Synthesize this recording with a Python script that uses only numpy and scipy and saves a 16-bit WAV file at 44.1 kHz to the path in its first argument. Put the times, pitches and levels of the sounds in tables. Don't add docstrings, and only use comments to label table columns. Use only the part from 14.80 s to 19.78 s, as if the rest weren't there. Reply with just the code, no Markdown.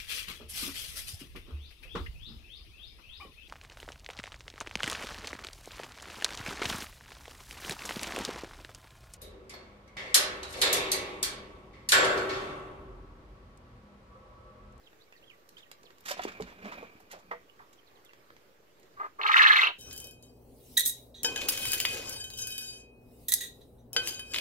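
import sys
import numpy as np
from scipy import signal
from scipy.fft import rfft, irfft, next_fast_len
from scipy.io import wavfile
from scipy.ndimage import uniform_filter1d

SR = 44100
rng = np.random.default_rng(int(sys.argv[2]) if len(sys.argv) > 2 else 0)


def transcribe(u):
    v = np.clip(np.atleast_2d(u).T, -1, 1)
    q = np.round(v * 32767).astype(np.int16)
    wavfile.write(sys.argv[1], SR, q)


def invert_db(x):
    u = np.asarray(x, float) / 20
    return 10 ** u


N = 219838

# frequency in Hz, level in dB per Hz.
GRIT_TONE = [(120, -34), (200, -3.5), (1080, 1), (1740, 3.5), (2420, -3), (7140, -14), (14900, -36.5),
             (16000, -84)]


def evened(x):
    return x / np.sqrt(np.mean(x ** 2) + 1e-20)


def read(points, hz):
    f, value = np.transpose(points)
    return np.interp(np.log(hz + 1), np.log(f + 1), value)


def add(mix, s, sound):
    part = mix[round(s * SR):][:len(sound)]
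    part += sound[:len(part)]


def colour(x, gain):
    size = next_fast_len(x.shape[-1] + 512)
    spectrum = rfft(x, size) * gain(np.fft.rfftfreq(size, 1 / SR))
    return irfft(spectrum, size)[..., :x.shape[-1]]


def highpass(x, hz, order=4):
    return colour(x, lambda f: f ** order / (f ** order + float(hz) ** order))


def resonate(x, hz, width):
    turn = np.exp(2j * np.pi * np.cumsum(hz * np.ones(len(x))) / SR)
    r = np.exp(-np.pi * width / SR)
    return 2 * (turn * signal.lfilter([1 - r], [1, -r], x / turn + 1e-18)).real


def ports(x, lag_s, pan_db):
    late = colour(x, lambda f: invert_db(pan_db * f / (f + 400)) * np.exp(-2j * np.pi * f * lag_s))
    return np.array([late, x])


def air():
    # frequency in Hz, level in dB per Hz.
    air_tone = [(15, -47), (25, -14), (256, -14.5), (911, -13), (1740, -15), (6740, -23.5), (8830, -26.5),
                (16000, -31.5)]
    # frequency in Hz, left-right likeness from -1 to 1.
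    likeness = [(60, 0.64), (150, 0.87), (380, 0.55), (950, -0.24), (2380, 0.14), (5980, -0.1),
                (15000, 0.029)]
    boom_hz, boom_octaves, boom_db = 422, 0.6, 7
    frames, hz = N // 256 + 5, np.fft.rfftfreq(1024, 1 / SR)
    a, b, c, d, patches = rng.standard_normal((frames, 513, 5)).T
    patches = evened(uniform_filter1d(uniform_filter1d(patches, 12, 0), 10, 1))
    swell = evened(uniform_filter1d(rng.standard_normal(frames), 20))
    same = np.clip(read(likeness, hz), -1, 1)[:, None]
    left = a + 1j * b
    right = same * left + np.sqrt(1 - same ** 2) * (c + 1j * d)
    boom = boom_db * np.exp(-(np.log2(hz / boom_hz + 1e-9) / boom_octaves) ** 4)
    level_db = (read(air_tone, hz) + boom)[:, None] + 1.6 * patches + .7 * swell
    z = np.array([left, right]) * invert_db(level_db)
    wash = evened(signal.istft(z, nperseg=1024, noverlap=768)[1][:, :N])
    return invert_db(-70) * wash * invert_db([[-1.2], [1.2]])


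def hum():
    loud_span = (.25, 3.55)
    hum_hz, loud_db, faint_db, fade_s = 1156, -77.5, -90, .15
    t = np.arange(N) / SR
    inside = np.minimum(t - loud_span[0], loud_span[1] - t)
    on = np.clip(inside / fade_s + .5, 0, 1)
    whine = evened(resonate(resonate(rng.standard_normal(N), hum_hz, 38), hum_hz, 39))
    return ports(whine * invert_db(faint_db + (loud_db - faint_db) * on), .00036, -6)


def songbirds():
    # start in seconds, first pitch in Hz, last pitch in Hz, level in dB.
    chirps = [(0.03, 4300, 3560, -79), (0.057, 4300, 2220, -71), (0.2, 3320, 4320, -74.5),
              (0.222, 4330, 4800, -79), (0.266, 2240, 2270, -81.5), (0.322, 2470, 2840, -70),
              (0.348, 1970, 1800, -74), (0.361, 4830, 3620, -75), (0.422, 2500, 3640, -70.5),
              (0.463, 3490, 3140, -70), (0.49, 3600, 2050, -65), (0.526, 2050, 1950, -73),
              (0.762, 2820, 3920, -65.5), (0.786, 4200, 3100, -73), (0.819, 4020, 2240, -70),
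              (.853, 1935, 1810, -76.5), (0.917, 3700, 4200, -75), (1.047, 5400, 2190, -67),
              (2.684, 2840, 2990, -74), (2.977, 3450, 2890, -71.5), (3.023, 2005, 1720, -82),
              (3.062, 5100, 2990, -77), (3.095, 2890, 1950, -81), (3.148, 4800, 2780, -76),
              (3.236, 2176, 1990, -78), (3.25, 3900, 2970, -75), (3.285, 2850, 2610, -71),
              (3.297, 2045, 2030, -77.5), (3.4, 2310, 2100, -80)]
    shortest_s, glide_s_per_octave = .026, .009
    out = np.zeros(N)
    for s, start_hz, end_hz, db in chirps:
        length = shortest_s + glide_s_per_octave * abs(np.log2(end_hz / start_hz))
        hz = np.geomspace(start_hz, end_hz, round(length * SR))
        wobble = evened(uniform_filter1d(rng.standard_normal(4000), size=90))
        flutter = invert_db(4.5 * wobble)[:len(hz)]
        whistle = np.sin(2 * np.pi * np.cumsum(hz) / SR)
        add(out, s, invert_db(db + 10) * flutter * whistle * np.hanning(len(hz)) ** .5)
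    return out


def scrapes():
    # start in seconds, peak in dB, length in seconds, slope in dB per octave.
    strokes = [(0.771, -52, 0.03, 3), (1.237, -58.5, 0.014, 3), (1.252, -36.5, 0.036, 4.5),
               (1.279, -30, 0.035, 4.5), (1.307, -27.5, 0.018, 4.5), (1.366, -42.5, 0.038, 0.5),
               (1.416, -38.5, 0.013, 2), (1.434, -33, 0.013, 4), (1.4762, -38.5, 0.021, -1),
               (1.515, -47.5, 0.023, 0.5), (1.604, -46, 0.015, 4), (1.658, -46.5, 0.06, -2.5),
               (1.841, -40, 0.028, -3), (1.915, -40.5, 0.027, -1.5), (2.027, -55, 0.009, 3),
               (2.195, -60.5, 0.025, 11), (2.2984, -48, 0.052, 1.5), (2.313, -40, 0.015, 7.5),
               (2.385, -56.5, 0.019, 6.5), (2.9283, -53, 0.012, 7)]
    # start in seconds, peak in dB, slope in dB per octave.
    ticks = [(0.131, -48, -5.5), (0.3244, -46, -0.5), (0.69, -47, 9), (0.915, -36, 4.5), (1.0323, -46, 5),
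             (1.1051, -46, 1.5), (1.183, -51.5, 5), (1.207, -47.5, 12), (1.6224, -33.5, 1),
             (2.1545, -53, -14), (3.249, -48, 15), (3.334, -50.5, -0.5), (3.504, -46, -4),
             (3.5659, -47, -2), (3.997, -53.5, 17), (4.031, -51, 4)]
    tick_s = 0.0037
    out, t = np.zeros(N), np.arange(0, .15, 1 / SR)
    for s, db, length, slope_db in strokes + [(s, db, tick_s, slope_db) for s, db, slope_db in ticks]:
        clicks = (rng.random(len(t)) < .03) * np.minimum(rng.exponential(1.2, len(t)), 3)
        grit = rng.standard_normal(len(t)) * (.4 + clicks)
        tilt_db = slope_db + 2
        grit = evened(colour(grit, lambda f: invert_db(read(GRIT_TONE, f) + tilt_db * np.log2(f / 4000 + 0.025))))
        shape = np.minimum(t / (.3 * length), 1) * np.exp(-(t / length) ** 1.8)
        add(out, s - .001, invert_db(db - 7) * grit * shape)
    return out


def knocks():
    # start in seconds, peak in dB, lowest mode in Hz, time to fall 60 dB in seconds.
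    blows = [(1.04, -56, 460, 0.022), (1.101, -61.5, 367, 0.12), (1.309, -34, 579, 0.08),
             (1.394, -27.5, 743, 0.034), (1.452, -29.5, 382, 0.019), (1.467, -43, 400, 0.024),
             (1.6, -35, 442, 0.052), (1.613, -45, 185.4, 0.2), (1.606, -57, 47.5, 0.22),
             (1.39, -65.5, 47.2, 0.087), (2.027, -42.5, 483, 0.067), (2.512, -39.5, 485, 0.11),
             (3.502, -52, 1730, 0.02)]
    overtones = [1.004, 1.336, 1.824, 2.34, 2.39, 4.5, 3.9, 1.56, 3.3, 1.8, 5.5]
    hard_slope_db, slope_per_db, rise_cycles = -0.5, 0.17, 0.2
    out, t = np.zeros(N), np.arange(0, .5, 1 / SR)
    for s, db, hz, t60 in blows:
        slope_db = hard_slope_db + slope_per_db * (db + 18.5)
        spread = rng.uniform(0.907, 1.052, len(overtones))
        spread[0] = 1
        ring = np.zeros(len(t))
        for k, m in enumerate(overtones):
            fall_db = slope_db * 0.8 * k - 60 * t * m ** .5 / t60
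            ring += invert_db(fall_db) * np.sin(2 * np.pi * hz * m * spread[k] * t)
        rattle = 0.018 * rng.standard_normal(2000) * np.exp(-t[:2000] / (0.26 * t60))
        ring = ring + signal.oaconvolve(ring, rattle)[:len(t)]
        ring = ring * (1 - np.exp(-t * hz / rise_cycles))
        ring = signal.lfilter(*signal.butter(3, .7 * hz, "high", fs=SR), ring)
        add(out, s, invert_db(db) * ring / abs(ring).max())
    return out


def treading():
    # time in seconds, effort in dB.
    effort = [(1.22, -74), (1.316, -54), (1.488, -53), (1.652, -59.5), (1.78, -59.5), (1.866, -49),
              (1.988, -48.5), (2.124, -61), (2.366, -73.5), (2.62, -66)]
    mesh_hz = 2400
    s, effort_db = np.transpose(effort)
    lumps_db = 3.2 * evened(uniform_filter1d(rng.standard_normal(N), 500))

    def noise(db):
        return rng.standard_normal(N) * invert_db(np.interp(np.arange(N) / SR, s, db, -120, -120) + lumps_db)

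    tread = noise(effort_db)
    stir = noise(-58.5 + effort_db + 50.5)
    thud = noise(-60.5 + 0.35 * (effort_db + 32.5))
    dull = 2.05 * colour(tread, lambda f: invert_db(read(GRIT_TONE, f) - 3.8 * np.log2(f / 500 + 0.16)))
    wires = resonate(resonate(stir, mesh_hz, 260), mesh_hz, 500)
    mesh = 6.4 * wires + 1.12 * resonate(stir, 2740, 1180)
    rumble = 2.6 * resonate(resonate(thud, 104, 130), 83, 230) + 12.0 * resonate(thud, 180.5, 13)
    return dull + mesh + rumble


def thuds():
    # start in seconds, level in dB, centre in Hz, decay in seconds.
    landings = [(1.367, -47, 770, 0.0059), (1.914, -47.5, 1020, 0.013), (2.2, -57.5, 800, 0.0064),
                (2.31, -59, 1940, 0.014), (2.325, -50.5, 610, 0.028), (1.422, -51, 1760, 0.0099),
                (1.425, -46, 2820, 0.011), (2.392, -66, 690, 0.011), (2.509, -37, 890, 0.013),
                (2.511, -40.5, 1890, 0.0084), (2.675, -68, 473, 0.01), (2.787, -58, 1040, .032),
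                (2.79, -58, 1710, 0.0093)]
    width_hz, rise_share = 550, 0.46
    out, t = np.zeros(N), np.arange(0, .2, 1 / SR)
    for s, db, hz, decay in landings:
        body = resonate(resonate(rng.standard_normal(len(t)), hz, width_hz), hz, 1.44 * width_hz)
        rise = rise_share * decay
        shape = np.minimum(t / rise, 1) * np.exp(-np.maximum(t - rise, 0) / decay)
        add(out, s, invert_db(db) * evened(body) * shape)
    return highpass(out, 280)


def mutter():
    # pitch in Hz, level in dB, third harmonic in dB.
    low_note = (204, -49, -55.5)
    pitch_hz, db, third_db = low_note
    start_s, length_s = 1.832, .055
    out = np.zeros(N)
    turn = 2 * np.pi * pitch_hz * np.arange(0, length_s, 1 / SR)
    tone = invert_db(db) * np.sin(turn) + invert_db(third_db) * np.sin(3 * turn)
    add(out, start_s, tone * np.hanning(len(turn)) ** .5)
    return out


def beak(t):
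    # start in seconds, resting resonance in Hz, top resonance in Hz,
    # time open in seconds, lift while open in dB.
    note_flicks = [
        (4.15, 1190, 1190, .01, 0),
        (4.22, 1200, 1900, .021, -12),
        (4.255, 1200, 1000, .03, -3),
    ]
    # start in seconds, resting resonance in Hz.
    trill_flicks = [(4.411, 1100), (4.462, 1150), (4.513, 1200), (4.564, 1400), (4.615, 1700),
                    (4.665, 1700), (4.712, 1700), (4.757, 1700), (4.806, 2000), (4.846, 2750),
                    (4.885, 2950)]
    # resting resonance in Hz, level in dB.
    muffling = [(1200, -4), (1700, -1)]
    gape_hz, gape_db, gape_s = 3960, -5.5, .033
    tired_hz, tired_gape_s = 1850, .019
    snap_db, close_db = 6.5, 2.5
    trill = [(s, hz, gape_hz, gape_s if hz < tired_hz else tired_gape_s, gape_db) for s, hz in trill_flicks]
    s, rest_hz, top_hz, held, lift_db = np.transpose(note_flicks + trill)
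    next_hz = np.append(rest_hz[1:], rest_hz[-1])
    at = s[:, None] + held[:, None] * [0, .12, .24, .62, .82, 1]
    opening_hz, closing_hz = (rest_hz + top_hz) / 2.2, (next_hz + top_hz) / 2.2
    hz = np.array([rest_hz, opening_hz, top_hz, .93 * top_hz, closing_hz, next_hz])
    wide = top_hz > tired_hz + 500
    shut_db, next_shut_db = wide * read(muffling, np.array([rest_hz, next_hz]))
    opening_db = np.where(wide, snap_db, lift_db / 2)
    closing_db = np.where(wide, close_db, lift_db / 2)
    db = np.array([shut_db, opening_db, lift_db, lift_db, closing_db, next_shut_db])
    return np.interp(t, at.ravel(), hz.T.ravel()), np.interp(t, at.ravel(), db.T.ravel())


def syrinx(effort_db, opened, lift_db):
    top_pitch_hz, pitch_hz_per_db, full_effort_db = 424, 1.25, -25
    n, over_db = len(effort_db), effort_db - full_effort_db
    rough = .08 + .26 * invert_db(.4 * over_db) + .25 * np.linspace(0, 1, n) ** 3
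    rough = rough * (1 + 1.2 * opened) - .03 * np.minimum(lift_db, 0) * (1 - opened) ** 4
    rough = np.clip(rough, 0, 1)
    wander = evened(uniform_filter1d(rng.standard_normal(n), size=300))
    stutter = evened(uniform_filter1d(rng.standard_normal(n), size=160))
    pitch_hz = (top_pitch_hz + pitch_hz_per_db * over_db) * (1 + 0.0942 * rough * wander)
    turns = np.cumsum(pitch_hz) / SR
    pulses = sum(np.cos(2 * np.pi * k * turns) for k in range(1, 14))
    puffs = (0.89 + np.exp(-(turns % 1) / 0.3)) * rng.standard_normal(n)
    drive = (1 - rough) * evened(pulses) + rough * 1.6 * evened(puffs)
    drive = drive * (1 + 1.6 * np.minimum(rough, .45) * np.tanh(stutter))
    return drive, puffs, wander


def call(rows):
    # frequency in Hz, width in Hz, level in dB.
    windpipe = [(435, 930, -24), (1100, 500, 11), (1730, 270, 12), (2050, 170, 2), (2590, 126, 4.5),
                (3600, 190, -32), (3720, 180, 4.5), (4160, 190, 6.5)]
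    # frequency in Hz, level in dB.
    rasp_tone = [(400, -51), (1000, -2.5), (3000, -1.5), (5000, -11.5), (7000, -20), (9000, -29.5),
                 (12500, -32.5), (16000, -49)]
    s, db = np.transpose(rows)
    t = np.arange(s[0], s[-1], 1 / SR)
    effort_db = np.interp(t, s, db)
    mouth_hz, lift_db = beak(t)
    opened = np.clip((mouth_hz - 1700) / 2200, 0, 1)
    drive, puffs, wander = syrinx(effort_db, opened, lift_db)

    shut = resonate(resonate(drive, mouth_hz, 320), mouth_hz, 560)
    agape = resonate(resonate(drive, mouth_hz, 800), mouth_hz, 1200)
    mouth = invert_db(lift_db) * ((1 - opened ** .5) * shut + .75 * opened ** .5 * agape)
    below = invert_db(-19) * opened * resonate(resonate(drive, .62 * mouth_hz, 1300), .62 * mouth_hz, 1800)
    throat = invert_db(-5.5 + 0.45 * (effort_db + 32)) * resonate(resonate(drive, 1150, 260), 1590, 267)
    source = mouth + below + throat
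    pipe = invert_db(-13.0) * source + sum(invert_db(db) * resonate(source, f, w) for f, w, db in windpipe)

    strain = invert_db(.5 * (effort_db + 17.0))
    chest = resonate(resonate(drive, 367, 160), 784, 250)
    chest = chest + 1.36 * resonate(resonate(puffs, 1190, 530), 880, 660)
    chest = invert_db(-34.5) / np.maximum(strain, .2) ** 2.95 * chest
    leak = .45 + uniform_filter1d(opened, 100)
    rasp = colour(puffs, lambda f: invert_db(read(rasp_tone, f)))
    hiss = highpass(rasp, 6000, 6)
    spray = (.55 + .5 * opened) * invert_db(3 * wander) * hiss
    rasp = strain * (leak * (rasp - hiss) + spray)
    voice = evened(highpass(pipe + rasp + chest, 300))
    return s[0], invert_db(effort_db + 2.0) * voice * signal.windows.tukey(len(t), .06)


def quail():
    # time in seconds, effort in dB.
    calls = [
        [(4.165, -75.5), (4.174, -60), (4.195, -57.5), (4.2, -43), (4.258, -44), (4.267, -45.5), (4.295, -93)],
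        [(4.375, -92), (4.397, -43), (4.455, -33), (4.587, -25), (4.843, -27), (4.853, -31.5), (4.871, -27.5),
         (4.93, -62)],
    ]
    out = np.zeros(N)
    for rows in calls:
        add(out, *call(rows))
    return out


def quail_at_ports(x):
    # frequency in Hz, left minus right in dB.
    tilt = [(60, 4), (150, 15), (380, -3), (950, 0), (2380, 0), (5980, -2.5), (15000, 4)]
    # frequency in Hz, phase by which left leads in radians.
    lead = [(0, 0), (1200, -2.1), (1640, -3.2), (2150, -5.4), (2930, -6.2), (5080, -13.7), (6720, -16.2),
            (16000, -38)]
    side = np.array([[1], [-1]]) / 2
    return colour(x, lambda f: invert_db(side * read(tilt, f)) * np.exp(1j * side * np.interp(f, *np.transpose(lead))))


def scatter(x):
    scatter_hz, scatter_s = 5000, .003
    top = highpass(x[0], scatter_hz)
    smear = rng.standard_normal(600) * np.exp(-np.arange(600) / (scatter_s * SR))
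    smeared = signal.oaconvolve(top, smear / np.linalg.norm(smear))[:N]
    return np.array([x[0] - top + smeared, x[1]])


def pen(x):
    # frequency in Hz, time to fall 60 dB in seconds.
    echo_time = [(200, 0.093), (1000, 0.14), (2700, 0.24), (5000, 0.17), (12000, 0.075)]
    taps = np.zeros((2, SR // 2))
    at = np.arange(120, SR // 2 - 20, 20) + rng.integers(0, 20, (2, (SR // 2 - 121) // 20))
    np.put_along_axis(taps, at, rng.choice([-1., 1.], at.shape), 1)
    hz, t, z = signal.stft(taps, SR, nperseg=128)
    tail = signal.istft(z * invert_db(-60 * t / read(echo_time, hz)[:, None]), SR, nperseg=128)[1]
    return signal.fftconvolve(x[None], tail / np.linalg.norm(tail[0]), axes=1)[:, :N]


def scene():
    birds = songbirds() + mutter()
    feet = scrapes() + knocks() + treading() + thuds()
    male = quail()
    near = scatter(quail_at_ports(male) + ports(feet, .00028, -4.5))
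    wet = invert_db(-10) * male + invert_db(-8.5) * feet + invert_db(-13.5) * birds
    echo = pen(colour(wet, lambda f: f / (f + 500)))
    return near + ports(birds, 0.00017, -10.0) + echo + air() + hum()


def top_cut(x):
    return signal.sosfilt(signal.butter(12, 16410, fs=SR, output="sos"), x)


def record(dry):
    # frequency in Hz, gain in dB.
    mic_tone = [(28, -24), (45, 12), (7500, 4), (9000, -1), (13000, 9.5), (15650, 8), (15850, -67)]
    mix = colour(dry, lambda f: invert_db(read(mic_tone, f))) - .0005
    return top_cut(mix)


dry = scene()
out = record(dry)
transcribe(out)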